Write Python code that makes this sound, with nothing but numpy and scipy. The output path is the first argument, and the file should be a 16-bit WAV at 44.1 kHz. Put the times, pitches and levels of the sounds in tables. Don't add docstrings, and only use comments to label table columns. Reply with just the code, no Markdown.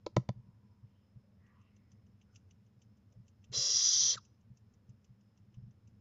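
import sys
import numpy as np
from scipy import signal
from scipy.fft import rfft, irfft
from scipy.io import wavfile

SR = 44100
rng = np.random.default_rng(int(sys.argv[2]) if len(sys.argv) > 2 else 0)


def waveform_to_disk(signal):
    frames = np.transpose(np.atleast_2d(signal))
    scaled = np.clip(frames, -1, 1) * 32767
    samples = np.round(scaled).astype(np.int16)
    wavfile.write(sys.argv[1], SR, samples)


N = 264820
T = np.arange(N) / SR
SHAFT_RING_HZ = 5200
SCREECH_START_S, SCREECH_END_S = 3.515, 4.164


def from_db(db):
    return 10 ** (np.asarray(db) / 20)


def rms_one(x):
    return x / np.sqrt(np.mean(x ** 2) + 1e-20)


def low_pass(x, order, hz):
    return signal.sosfilt(signal.butter(order, hz, fs=SR, output="sos"), x)


def dull(x, hz):
    return low_pass(x + 1e-18, 1, min(hz, SR / 3))


def coloured(points):
    hz, db = np.transpose(points)
    bins_hz = np.maximum(np.fft.rfftfreq(N, 1 / SR), 1)
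    gain = from_db(np.interp(np.log(bins_hz), np.log(hz), db))
    return rms_one(irfft(rfft(rng.standard_normal(N)) * gain, N))


def resonate(x, hz, width_hz):
    r = np.exp(-np.pi * width_hz / SR)
    feedback = [1, -2 * r * np.cos(2 * np.pi * hz / SR), r * r]
    return signal.lfilter(np.array([1, 0, -1]) * (1 - r * r) / 2, feedback, x + 1e-18)


def noise_band(hz, width_hz):
    once = resonate(rng.standard_normal(N), hz, width_hz)
    return resonate(once, hz, width_hz)


def flutter(rate_hz):
    return rms_one(low_pass(rng.standard_normal(N), 2, rate_hz))


def ramp(start_s, length_s):
    return np.clip((T - start_s) / length_s, 0, 1)


def swell(at_s, half_s, order=2):
    return np.exp(-np.minimum(((T - at_s) / half_s) ** order, 50))


def strikes(times, level_db):
    out = np.zeros(N)
    out[np.round(np.asarray(times) * SR).astype(int)] = from_db(level_db)
    return out


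def fade(clicks, t60):
    return signal.lfilter([1], [1, -from_db(-60 / (t60 * SR))], clicks + 1e-18)


def ring(clicks, hz, t60):
    r = from_db(-60 / (t60 * SR))
    w = 2 * np.pi * hz / SR
    return signal.lfilter([0, np.sin(w)], [1, -2 * r * np.cos(w), r * r], clicks + 1e-18)


def background(ring_db=-96.0, waver_db=2.5, waver_top_hz=250, ring_waver_db=2.0):
    # f/Hz, relative level/dB
    rumble_colour = [(25, -20.5), (50, -16), (80, -1), (105, 7.5), (155, -12), (200, 1), (255, -14),
                     (340, -20.5), (480, -20.5), (700, -29), (1000, -29.5), (2300, -37), (6500, -46.5),
                     (9000, -49)]
    rumble = from_db(-64.0) * coloured(rumble_colour)
    bass_change = from_db(waver_db * flutter(4)) - 1
    rumble = rumble + bass_change * dull(rumble, waver_top_hz)
    hiss = rms_one(noise_band(SHAFT_RING_HZ, 340))
    return rumble + from_db(ring_db + ring_waver_db * flutter(5)) * hiss


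def whir(peak_s=.53, half_s=.4, hz=975, width_hz=150, level_db=-87.5):
    return from_db(level_db) * swell(peak_s, half_s) * rms_one(noise_band(hz, width_hz))


def boom(clicks, build_hz):
    # f/Hz, relative level/dB, t60/s of the ring before build-up
    boom_modes = [(59.8, -17, 0.041), (125, 2, .065), (182, 0, 0.042)]
    out = np.zeros(N)
    for hz, db, t60 in boom_modes:
        out += from_db(db) * 2 * resonate(ring(clicks, hz, t60), hz, build_hz)
    return out


def knocks(crack_t60=0.011, crack_width_hz=1800, crack_floor_db=-3.5, crack_top_hz=4500):
    # t/s, boom level/dB, boom build-up width/Hz, clack level/dB,
    # favoured clack f/Hz, loss away from it/(dB per octave), crack level/dB, crack f/Hz, first touch level/dB
    blows = [(0.0655, -69.5, 123, -32, 500, 5.5, -42, 4230, 0),
             (0.1660, -20.5, 39.4, -20.5, 560.7, 1, -32, 4660, -15),
             (0.2900, -29, 85, -29.5, 750, 12, -41, 2700, -16)]
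    # f/Hz, relative level/dB, t60/s
    clack_modes = [(330, -1, 0.053), (495, 0, 0.03), (596, 2, 0.029), (745, -2, .018), (1006, -5, 0.028),
                   (1302, -8.5, 0.023), (1560, -10.5, 0.0065), (1980, -12, 0.017), (2230, -10, 0.016),
                   (2740, -15, 0.0095), (3570, -10, 0.015)]
    touch_lead_s, touch_crack_db = .0022, -6
    s, _, _, clack_db, favoured_hz, focus_db, _, _, touch_db = np.transpose(blows)
    out = np.zeros(N)
    for k, (hz, db, t60) in enumerate(clack_modes):
        mode_db = clack_db + db - focus_db * np.abs(np.log2(hz / favoured_hz))
        clicks = strikes(s, mode_db) + strikes(s - touch_lead_s, mode_db + touch_db)
        out += (-1) ** k * ring(clicks, hz, t60)
    for at, boom_db, build_hz, _, _, _, crack_db, crack_hz, first_db in blows:
        snap = rms_one(resonate(rng.standard_normal(N), crack_hz, crack_width_hz))
        snap += from_db(crack_floor_db) * rms_one(dull(rng.standard_normal(N), crack_top_hz))
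        contacts = strikes([at - touch_lead_s, at], [crack_db + first_db + touch_crack_db, crack_db])
        out += fade(contacts, crack_t60) * snap
        out += boom(strikes([at], boom_db), build_hz)
    return out


def feet_and_puff(level_db=9.0, softness_hz=85, shift_count=8, shift_db=-58.0):
    # t/s, level/dB before level_db
    thuds = [(0.358, -45), (0.383, -45.5), (0.471, -47.5), (0.828, -47), (1.157, -45), (3.158, -48.5),
             (3.185, -46), (3.496, -43), (3.571, -40), (4.152, -48), (4.500, -45.5), (4.89, -46.5),
             (5.091, -48), (5.569, -40.5), (5.622, -42), (5.665, -44)]
    s, db = np.transpose(thuds)
    shifts = strikes(rng.uniform(0, T[-1], shift_count), shift_db + level_db)
    pushes = strikes(s, db + level_db) + shifts
    return boom(dull(dull(pushes, softness_hz), softness_hz), build_hz=29.79)


def swishes(width_share=0.24):
    # t/s, half length/s, f/Hz, level/dB
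    swish_rows = [(0.983, 0.1, 3070, -91.5), (1.312, 0.11, 550, -81), (1.492, 0.073, 1850, -77.5),
                  (1.56, 0.1, 1106, -78), (1.643, 0.086, 2700, -84.5), (1.75, 0.25, 2040, -88.5),
                  (2.321, .067, 1380, -84.5), (3.139, .04, 510, -77), (5.65, .15, 328.3, -80)]
    out = np.zeros(N)
    for s, half_s, hz, db in swish_rows:
        out += from_db(db) * swell(s, half_s) * rms_one(noise_band(hz, width_share * hz))
    return out


def nibbles(nibbles_per_s=6.3, faint_db=-69.5, faint_low_db=-10.5):
    # t/s, level/dB, low part level/dB
    accents = [(1.4644, -70, -5.5), (1.763, -63.5, -10), (1.916, -58, -13.5), (2.2136, -63, -3),
               (2.358, -46.5, -13), (2.508, -57, -8.5), (2.8176, -56, -11), (3.1233, -63.5, -12.5),
               (3.2798, -54.5, -17), (3.4408, -56.5, -6.5), (4.2495, -54, -17.5), (4.571, -57, -19.5),
               (4.737, -61.5, -20.5), (4.8925, -61.5, -12.5), (5.0435, -58.5, -12.5), (5.375, -63, -10.5),
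               (5.5418, -63.5, -3.5), (5.8743, -61.5, -15.5)]
    rows = [accents[0]]
    for before, accent in zip(accents, accents[1:]):
        gap_s = accent[0] - before[0]
        beats = max(round(gap_s * nibbles_per_s), 1)
        for k in range(1, beats):
            rows.append((before[0] + gap_s * k / beats, faint_db, faint_low_db))
        rows.append(accent)
    return np.transpose(rows)


def bill(tick_t60=0.037, bright_db=-11.0, low_db=-4.5, brush_db=-18.5, brush_s=0.016, grain_db=4.0):
    s, db, low_share_db = nibbles()
    nearest = np.searchsorted((s[1:] + s[:-1]) / 2, T)
    grain = from_db(db[nearest] + brush_db + grain_db * flutter(250))
    brush = grain * np.exp(-np.abs(T - s[nearest]) / brush_s)
    touch = dull(fade(strikes(s, db), tick_t60), hz=220) + brush
    bright = from_db(bright_db) * rms_one(noise_band(6090, 1800))
    low = from_db(low_share_db[nearest] + low_db) * rms_one(noise_band(2800, 890))
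    return touch * (bright + low)


def gesture():
    attack_s, release_s = .056, .054
    open_delay_s, open_s, shut_share = .03, .5, .55
    narrow_tension, open_tension, release_sag = 0.98, 0.99, .035
    attack = ramp(SCREECH_START_S, attack_s)
    release = 1 - ramp(SCREECH_END_S - release_s, release_s)
    opening = np.sin(np.pi / 2 * ramp(SCREECH_START_S + open_delay_s, open_s)) ** 2
    tension = narrow_tension + (open_tension - narrow_tension) * opening - release_sag * (1 - release)
    return attack, release, opening * (1 - shut_share * (1 - release)), tension


def gliding_band(hz, width_hz):
    slow = low_pass(rng.standard_normal((2, len(hz))), 2, width_hz / 2)
    phase = 2 * np.pi * np.cumsum(hz) / SR
    return rms_one(slow[0] * np.cos(phase) + slow[1] * np.sin(phase))


def screech(rasp_db=0.36, waver_db=0.34, pressure_power=1.4,
            lower_db=-0.55, lower_open_db=4.5, lower_slack_db=18.0):
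    # narrow f/Hz, open f/Hz, width/Hz, narrow level/dB, open level/dB
    hiss_modes = [(2880, 2850, 200, -21, -30), (3330, 3280, 190, -12, -9), (3560, 3530, 170, -13, -10),
                  (3930, 3900, 260, -13, -10), (4160, 4230, 200, -8, -12), (4400, 4540, 260, -16, -8),
                  (4980, 5040, 260, -2, 1), (5380, 5590, 220, 0, 2), (5560, 6130, 380, 0, 2),
                  (5970, 5960, 200, -2, 5), (6180, 6250, 140, -7, -7), (6610, 6590, 200, -4, -3),
                  (6860, 6820, 200, -10, -10), (7250, 7180, 300, -15, -19), (9050, 9200, 450, -13, -15),
                  (9650, 9950, 800, -8, -4), (10650, 10700, 600, -16, -16), (12800, 12850, 400, -21, -21),
                  (13450, 13800, 800, -19, -15), (14500, 14550, 700, -27, -25)]
    # f/Hz, relative level/dB
    rush_colour = [(250, -20), (780, -19), (1100, 3), (1600, -1.5), (2000, 2), (2400, -1.5), (2900, -5),
                   (5000, 3), (8000, 6.5), (15000, -10)]
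    narrow_level_db, opening_gain_db, loud_opening = -30.5, 3, .42
    rush_db, rush_attack_s, rush_release_s = -48.5, .02, .006
    gate = ramp(SCREECH_START_S, rush_attack_s) * (1 - ramp(SCREECH_END_S - rush_release_s, rush_release_s))
    on = gate > 0
    attack, release, opening, tension = (control[on] for control in gesture())
    pressure = attack * release
    level_db = narrow_level_db + opening_gain_db * np.minimum(opening / loud_opening, 1)
    effort = pressure ** pressure_power * from_db(level_db)
    lower_share_db = lower_db + lower_open_db * opening ** 4 + lower_slack_db * (1 - pressure)
    jet, power, hiss = 0, 0, np.zeros(N)
    for narrow_hz, open_hz, width_hz, narrow_db, open_db in hiss_modes:
        is_lower = narrow_hz < 4750
        db = narrow_db + opening * (open_db - narrow_db) + is_lower * lower_share_db
        gain = from_db(db) * np.sqrt(width_hz)
        centre_hz = tension * (narrow_hz + opening * (open_hz - narrow_hz))
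        jet = jet + gain * gliding_band(centre_hz, width_hz)
        power = power + gain ** 2
    hiss[on] = effort * jet / np.sqrt(power)
    sputter = from_db(rasp_db * flutter(260) + waver_db * flutter(40))
    rush = from_db(rush_db) * coloured(rush_colour)
    widening = swell(SCREECH_START_S, .22, order=4)
    closing = from_db(-2.0) * swell(SCREECH_END_S, .09)
    narrowness = widening + from_db(-18.0) + closing
    hollow = from_db(-55.5) * narrowness * rms_one(noise_band(473, 210))
    return gate * (sputter * (hiss + rush) + hollow)


def squeak(peak_s=4.1795, level_db=-41.5, rise_s=0.0076, fall_s=.0048,
           peak_hz=1305, fall_octaves_per_s=28.0, jitter=.04, rough_db=1.5):
    # multiple of the pitch, relative level/dB
    squeak_partials = [(1, 0), (2, -25), (3, -10), (4, -11), (5, -16)]
    t = T - peak_s
    on = np.abs(t) < .025
    pitch_hz = peak_hz * 2 ** (-fall_octaves_per_s * t * on)
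    phase = 2 * np.pi * np.cumsum(pitch_hz * (1 + jitter * flutter(720))) / SR
    partials = np.zeros(N)
    for k, part_db in squeak_partials:
        partials += from_db(part_db + rough_db * flutter(300)) * np.sin(k * phase)
    envelope = np.exp(-np.abs(t * on) / np.where(t < 0, rise_s, fall_s))
    return on * from_db(level_db) * envelope * partials


def cancelled(x, depth=0.61):
    # f/Hz, width/Hz
    notches = [(800, 200), (2390, 110), (3080, 90), (3740, 90), (4700, 130), (5310, 110), (6400, 160),
               (7080, 70)]
    for hz, width_hz in notches:
        x = x - depth * resonate(x, hz, width_hz)
    return x


def far_end(x, echo_db=-24.5, echo_t60=0.2, arrival_s=0.0068, bright_db=6.5, low_cut_hz=700):
    t = T[:SR // 2]
    arrival = 1 - np.exp(-(t / arrival_s) ** 2)
    tail = rng.standard_normal(len(t)) * from_db(-60 * t / echo_t60) * arrival
    tail = tail - dull(tail, low_cut_hz) + from_db(bright_db) * resonate(tail, SHAFT_RING_HZ, 600)
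    return x + from_db(echo_db) * signal.fftconvolve(x, tail / np.linalg.norm(tail))[:N]


def shaft(x, early_db=-11.0, early_t60=0.045, late_db=-33.5, late_t60=0.42, ring_db=5.0):
    t = T[:SR // 2]
    decays = from_db(-60 * t / np.array([[early_t60], [late_t60]]))
    early, late = rng.standard_normal((2, len(t))) * decays
    early = early - dull(early, hz=940)
    late = late + from_db(ring_db) * resonate(late, SHAFT_RING_HZ, 300)
    echoes = from_db(early_db) * early / np.linalg.norm(early)
    echoes += from_db(late_db) * late / np.linalg.norm(late)
    return x + signal.fftconvolve(x, echoes)[:N]


def scene():
    call = cancelled(screech() + squeak())
    contacts = far_end(knocks() + bill())
    return (shaft(call + contacts + feet_and_puff() + swishes() + whir()) + background())[None]


def record(dry, edge_hz=7300, leak_db=-31.5, self_noise_db=-96.0, cutoff_hz=15300):
    band = signal.sosfilt(signal.ellip(8, .5, 70, edge_hz, fs=SR, output="sos"), dry)
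    top = signal.sosfilt(signal.butter(6, 8500, "high", fs=SR, output="sos"), dry)
    out = band + from_db(leak_db) * top + from_db(self_noise_db) * rng.standard_normal(dry.shape)
    return signal.sosfilt(signal.ellip(10, .2, 80, cutoff_hz, fs=SR, output="sos"), out)


dry = scene()
out = record(dry)
waveform_to_disk(out)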